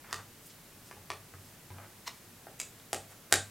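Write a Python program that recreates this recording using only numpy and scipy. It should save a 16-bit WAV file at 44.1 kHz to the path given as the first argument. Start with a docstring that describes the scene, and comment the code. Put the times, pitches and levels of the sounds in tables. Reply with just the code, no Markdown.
"""A steady hiss and faint rubbing come first: fingers feel for cardboard puzzle pieces in a quiet room.
Pieces tap on a hard table, one skids off into the fingers, and others click together or are pressed home.
Each contact is a brief crack plus the ring of the tabletop or of the piece; fingers add a low thump.
Rubbing and skidding are streams of tiny slips. The small room answers briefly and rumbles softly,
and the hiss comes from a nearly mono microphone."""
import sys
import numpy as np
from scipy import signal
from scipy.fft import rfft, irfft, next_fast_len
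from scipy.io import wavfile
from scipy.ndimage import uniform_filter1d

SR = 44100
rng = np.random.default_rng(int(sys.argv[2]) if len(sys.argv) > 2 else 0)


def output_pcm(signal):
    """Save a mono or channel-first signal as 16-bit PCM at the path in sys.argv[1].

    Samples are clipped to [-1, 1] before scaling.
    """
    pcm = np.clip(np.atleast_2d(signal).T, -1, 1) * 32767
    wavfile.write(sys.argv[1], SR, np.round(pcm).astype(np.int16))


N = 154350

# Tone of the room's rumble and the microphone's hiss (frequency [Hz], relative level [dB])
BACKGROUND_TONE = [(25, -12), (34, -26), (46, -2.5), (62, -14), (105, -1), (270, -6.5), (520, -12),
                   (730, -13.5), (1250, -15.5), (1640, -15.5), (3500, -19.5), (4700, -20), (13800, -20),
                   (15800, -23.5)]
# How much left and right differ in that background (frequency [Hz], side minus middle [dB])
BACKGROUND_WIDTH = [(60, -40), (300, -12.5), (1500, -8), (5000, -5), (11000, -4.5), (13000, -21)]
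# Skin rubbing on card (peak time [s], level [dB], rough half length [s], centre frequency [Hz])
FINGER_RUBS = [(0.046, -55, 0.0057, 1200), (0.11, -53.5, 0.027, 1110), (0.194, -51, 0.011, 930),
               (0.466, -51.5, 0.0053, 11000), (0.44, -64, 0.023, 7500), (.505, -58, 0.0084, 4300),
               (0.873, -60.5, 0.018, 5860), (1.46, -65.5, .05, 7050), (1.804, -57, 0.037, 835),
               (2.16, -65, .025, 7500), (3.113, -57, 0.0085, 7500), (3.118, -59, 0.014, 910)]

# Contacts. Level, midrange and treble shape the crack and ring; the thump has its own level.
# (time [s], level [dB], midrange [dB], treble [dB], thump [dB], pitch [ratio])
CLICKS = [(.1096, -21.5, -34, 2, -36, 0.71), (2.5925, -19, -7, 3, -42, 0.94), (2.5995, 0, -2, 1.5, -23, 1),
          (2.6026, -9.5, 1, 3.5, -26, 0.98), (2.798, -19, -18, -13, -40, 0.5)]  # piece against piece
MID_TABLE_TAPS = [(.1277, -1, 8, -1, 0, 1.007), (.9115, -10, -1.5, -15, -11, 1),
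                  (.966, -18, -24, -25, -4, 0.71), (1.1022, 1, -1, -10.5, -3.5, 0.978),
                  (1.3375, -16, 7, -39, 2, 1.06), (1.7035, -12, -5, -24, 6, .85),
                  (1.784, -14.5, -3, -26, -20, 0.69), (1.846, -18, -3, -26, -23, 0.81)]  # among the loose pieces
EDGE_PRESSES = [(2.4682, -15.5, -7.5, -31, -13, 0.98), (2.9303, -2, -9.5, -1.5, 1, 1),
                (3.312, -24, -2, -2, -25, 0.81), (3.321, -18, -4, -8, -25, 1),
                (3.3244, 5.5, 1, 4, 11.5, 0.98)]  # pieces pressed home near the table's edge
# The notes each contact rings with (frequency [Hz], level [dB], time to fade by 60 dB [s])
CLICK_NOTES = [(2290, 1, 0.032), (2700, -2.5, .01), (4940, 0, 0.022), (7030, -1.5, .005), (7560, 4, 0.014)]
TAP_NOTES = [(446, 8, 0.072), (750, -4, 0.022), (1040, 4, 0.037), (1173, 8.5, 0.057), (1856, 0, 0.018),
             (2400, -2.5, 0.0078), (3540, -0.5, 0.016), (4600, -5.5, 0.0023), (5800, -2, 0.01),
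             (6560, -16, 0.0072)]
PRESS_NOTES = [(390, 2, .05), (455, 11, .045), (700, 5, .02), (780, 13, .024), (1450, 4, .018),
               (1630, 11, .015), (1860, 8, .013), (2350, -3, .008), (3800, -1, .006), (7400, -3, .004)]
THUMP_NOTES = [(102.2, 13, 0.28), (123, 0.5, 0.16), (149, 2, 0.37), (193, 0, 0.33)]  # the table's low notes, shared by all contacts
# Tone of each contact's crack (frequency [Hz], level [dB])
CLICK_CRACK = [(150, -27), (400, -10), (1200, -26), (3000, -10), (6000, -10), (9500, -10), (12000, -17),
               (16000, -27)]
TAP_CRACK = [(150, -1.5), (500, -11.5), (1500, -3.5), (3000, -6), (6000, -5.5), (9500, -7.5), (11500, -18),
             (16000, -19)]
PRESS_CRACK = [(130, -1), (270, -26), (500, 1), (1150, -2.5), (2500, -2.5), (3700, 1.5), (5500, 0.5),
               (9500, 0.5), (12000, -6.5), (16000, -21)]

# Bands that ring in the skid (frequency [Hz], half width [Hz], relative level [dB], swell time [s])
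SKID_BANDS = [(730, 46, -8, 0.0041), (987, 156, 7.5, 0.0053), (1940, 200, 4.5, 0.0074),
              (2910, 180, 0, .006), (4160, 550, 1.5, 0.0066), (5400, 220, -4, 0.0051),
              (6400, 700, -8, 0.0078), (8250, 710, -14.5, 0.01), (12300, 2800, -17, 0.011)]
# The room's first echoes (delay [s], level [dB])
EARLY_ECHOES = [(.0066, -7.5), (0.0139, -9), (.0145, -8), (0.0213, -14.5), (0.0319, -14)]
# Tone of the tail, the wash of later echoes (frequency [Hz], level [dB])
TAIL_TONE = [(100, 1), (400, 2.5), (800, -2), (1800, -4.5), (3600, -3), (5500, -5.5), (9000, -3),
             (14000, -13)]
# How long the tail lasts (frequency [Hz], time to fade by 60 dB [s])
TAIL_FADE = [(100, 0.43), (450, 0.18), (800, 0.2), (1300, 0.26), (4000, 0.25), (8000, 0.27), (14000, 0.14)]


def amp(db):
    """Turns decibels into a number to multiply a sound by."""
    return 10 ** (np.asarray(db) / 20)


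def read(points, hz):
    """Looks up a frequency in a table, sliding between rows on a pitch scale."""
    f, value = np.transpose(points)
    return np.interp(np.log(hz + 1), np.log(f + 1), value)


def unit(x):
    """Scales a sound to an average power of 1."""
    return x / np.sqrt(np.mean(x ** 2) + 1e-20)


def add(mix, start_s, sound):
    """Mixes a sound in at a given time."""
    part = mix[max(round(start_s * SR), 0):][:len(sound)]
    part += sound[:len(part)]


def colour(x, db_at):
    """Turns each frequency up or down by db_at(Hz), without smearing sound back in time."""
    size = next_fast_len(2 * len(x))
    log_gain = np.log(amp(db_at(abs(np.fft.fftfreq(size, 1 / SR)))) + 1e-6)
    response = np.exp(np.conj(signal.hilbert(log_gain)))
    return np.fft.ifft(np.fft.fft(x, size) * response).real[:len(x)]


def whiten(x, size):
    """Evens out a burst's tone over `size` neighbouring frequencies and fades its second half."""
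    spectrum = np.fft.fft(x)
    local_power = uniform_filter1d(abs(spectrum) ** 2, size, mode="wrap")
    flat = np.fft.ifft(spectrum / np.sqrt(local_power + 1e-20)).real
    return flat * np.minimum(np.linspace(2, 0, len(x)), 1) ** 2


def background(level_db=-55):
    """Room rumble and microphone hiss: a middle both ears share, and a side where they differ."""
    f = np.fft.rfftfreq(N, 1 / SR)
    mid, side = rfft(rng.standard_normal((2, N))) * amp(read(BACKGROUND_TONE, f))
    both = irfft(np.array([mid, side * amp(read(BACKGROUND_WIDTH, f))]), N)
    return amp(level_db) * both / both[0].std()


def friction(spread_db=1.5):
    """Tiny slips of uneven size: noise whose level jumps every 32 samples."""
    return rng.standard_normal(N) * amp(-spread_db * np.repeat(rng.standard_normal(N), 32)[:N])


def rubs(width_octaves=0.84):
    """Faint swells of friction as fingers feel for pieces."""
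    out, t, f = np.zeros(N), np.arange(N) / SR, np.fft.rfftfreq(N, 1 / SR)
    slips = rfft(friction())
    for peak_s, level_db, half_s, hz in FINGER_RUBS:
        band = np.exp(-.5 * (np.log2((f + 1) / hz) / width_octaves) ** 2)
        swell = np.exp(-.5 * ((t - peak_s) / half_s) ** 2)
        out += amp(level_db) * swell * unit(irfft(slips * band, N))
    return out


def crackle(envelope, passes):
    """A run of tiny impacts whose loudness follows the envelope."""
    x = rng.standard_normal(len(envelope)) * envelope
    for _ in range(passes):
        x = irfft(np.exp(1j * np.angle(rfft(x))), len(x))  # make all frequencies equally strong
        x = x * envelope / np.sqrt(abs(uniform_filter1d(x ** 2, size=40)) + 1e-12)
    return x / np.linalg.norm(x)


def ring(notes, t):
    """An object struck at t = 0 rings with fading notes; each dB value is a peak in its spectrum."""
    out, t = np.zeros(len(t)), np.maximum(t, 0)
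    for hz, db, fade_s in notes:
        rate = np.log(1000) / fade_s
        out += amp(db) * 2 * rate / SR * np.exp(-rate * t) * np.sin(2 * np.pi * hz * t)
    return out


def contact(notes, crack_tone, level_db, mid_db, treble_db, thump_db, pitch):
    """One contact: a crack of tiny impacts, the ring of piece or tabletop, and the table's thump."""
    crack_rise_s, crack_fade_s, thump_rise_s = 0.000709, 0.0019, 0.0084
    low_cut_hz, mid_hz, mid_octaves, treble_hz = 470, 1630, 0.3, 3240

    def hardness_db(f):
        """More midrange and treble make a contact sound harder; the bass is always trimmed."""
        midrange = mid_db * np.exp(-.5 * (np.log2((f + 1) / mid_hz) / mid_octaves) ** 2)
        treble = treble_db * (1 - 1 / (1 + (f / treble_hz) ** 4))
        bass_cut = 10 * np.log10(1 + (low_cut_hz / (f + 10)) ** 4)
        return midrange + treble - bass_cut

    t = np.arange(SR // 2) / SR
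    envelope = (1 - np.exp(-t / crack_rise_s)) * np.exp(-t / crack_fade_s)
    crack = np.zeros(len(t))
    add(crack, 0, colour(crackle(envelope[:2048], passes=10), lambda f: read(crack_tone, f)))
    body = ring(notes, pitch * (t - crack_rise_s))
    thump = ring(THUMP_NOTES, t) * (1 - np.exp(-t / thump_rise_s))
    return amp(level_db) * colour(crack + body, hardness_db) + amp(thump_db) * thump


def contacts():
    """Pieces click together, tap the table and are pressed home."""
    out = np.zeros(N)
    for rows, notes, crack_tone in [(MID_TABLE_TAPS, TAP_NOTES, TAP_CRACK),
                                    (EDGE_PRESSES, PRESS_NOTES, PRESS_CRACK),
                                    (CLICKS, CLICK_NOTES, CLICK_CRACK)]:
        for start_s, *settings in rows:
            add(out, start_s, contact(notes, crack_tone, *settings))
    return out


def skid(peak_s=2.079, level_db=-33, fade_s=0.0042):
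    """A piece scrapes off the table: its own high ringing swells first, the tabletop's last."""
    out, t, f = np.zeros(N), np.arange(N) / SR - peak_s, np.fft.rfftfreq(N, 1 / SR)
    slips, power = unit(friction()), 0
    for hz, half_width, db, swell_s in SKID_BANDS:
        gain = lambda f: amp(db) / (1 + ((f - hz) / half_width) ** 2)
        stroke = slips * np.exp(np.minimum(t / swell_s, -t / fade_s))
        out += irfft(rfft(stroke) * gain(f), N)
        power += np.mean(gain(np.linspace(0, SR / 2, SR)) ** 2)
    return amp(level_db) * out / np.sqrt(power)


def room_tail(rise_s=0.011):
    """Many late echoes blur into a wash, each frequency dying away at its own speed."""
    t = np.arange(SR // 2) / SR
    hz, age_s, noise = signal.stft(rng.standard_normal(len(t)), SR, nperseg=256)
    fade = amp(-60 * age_s / read(TAIL_FADE, hz)[:, None])
    wash = signal.istft(noise * fade, SR, nperseg=256)[1][:len(t)]
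    rise = 1 - np.exp(-(t / rise_s) ** 2)
    return colour(whiten(wash * rise, size=30), lambda f: read(TAIL_TONE, f))


def room(x, echo_db, scatter_s=0.00033):
    """The direct sound, followed by slightly scattered early echoes and the tail."""
    response, t = room_tail(), np.arange(SR // 20) / SR
    for delay_s, db in EARLY_ECHOES:
        burst = rng.standard_normal(len(t)) * np.exp(-t / scatter_s)
        add(response, delay_s, amp(db) * whiten(burst, size=50))
    return x + amp(echo_db) * signal.fftconvolve(x, response)[:N]


def scene():
    """Hands and pieces sound in the centre, over the background; returns left and right."""
    hiss, side = background()
    mid = room(contacts() + rubs(), echo_db=-1) + room(skid(), echo_db=-6) + hiss
    return np.array([mid + side, mid - side])


def record(dry):
    """Cuts away the very highest treble."""
    cutoff_hz = 16150
    low_pass = signal.firwin(401, cutoff_hz, window=("kaiser", 9), fs=SR)
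    return signal.oaconvolve(dry, low_pass[None], "same")


dry = scene()
out = record(dry)
output_pcm(out)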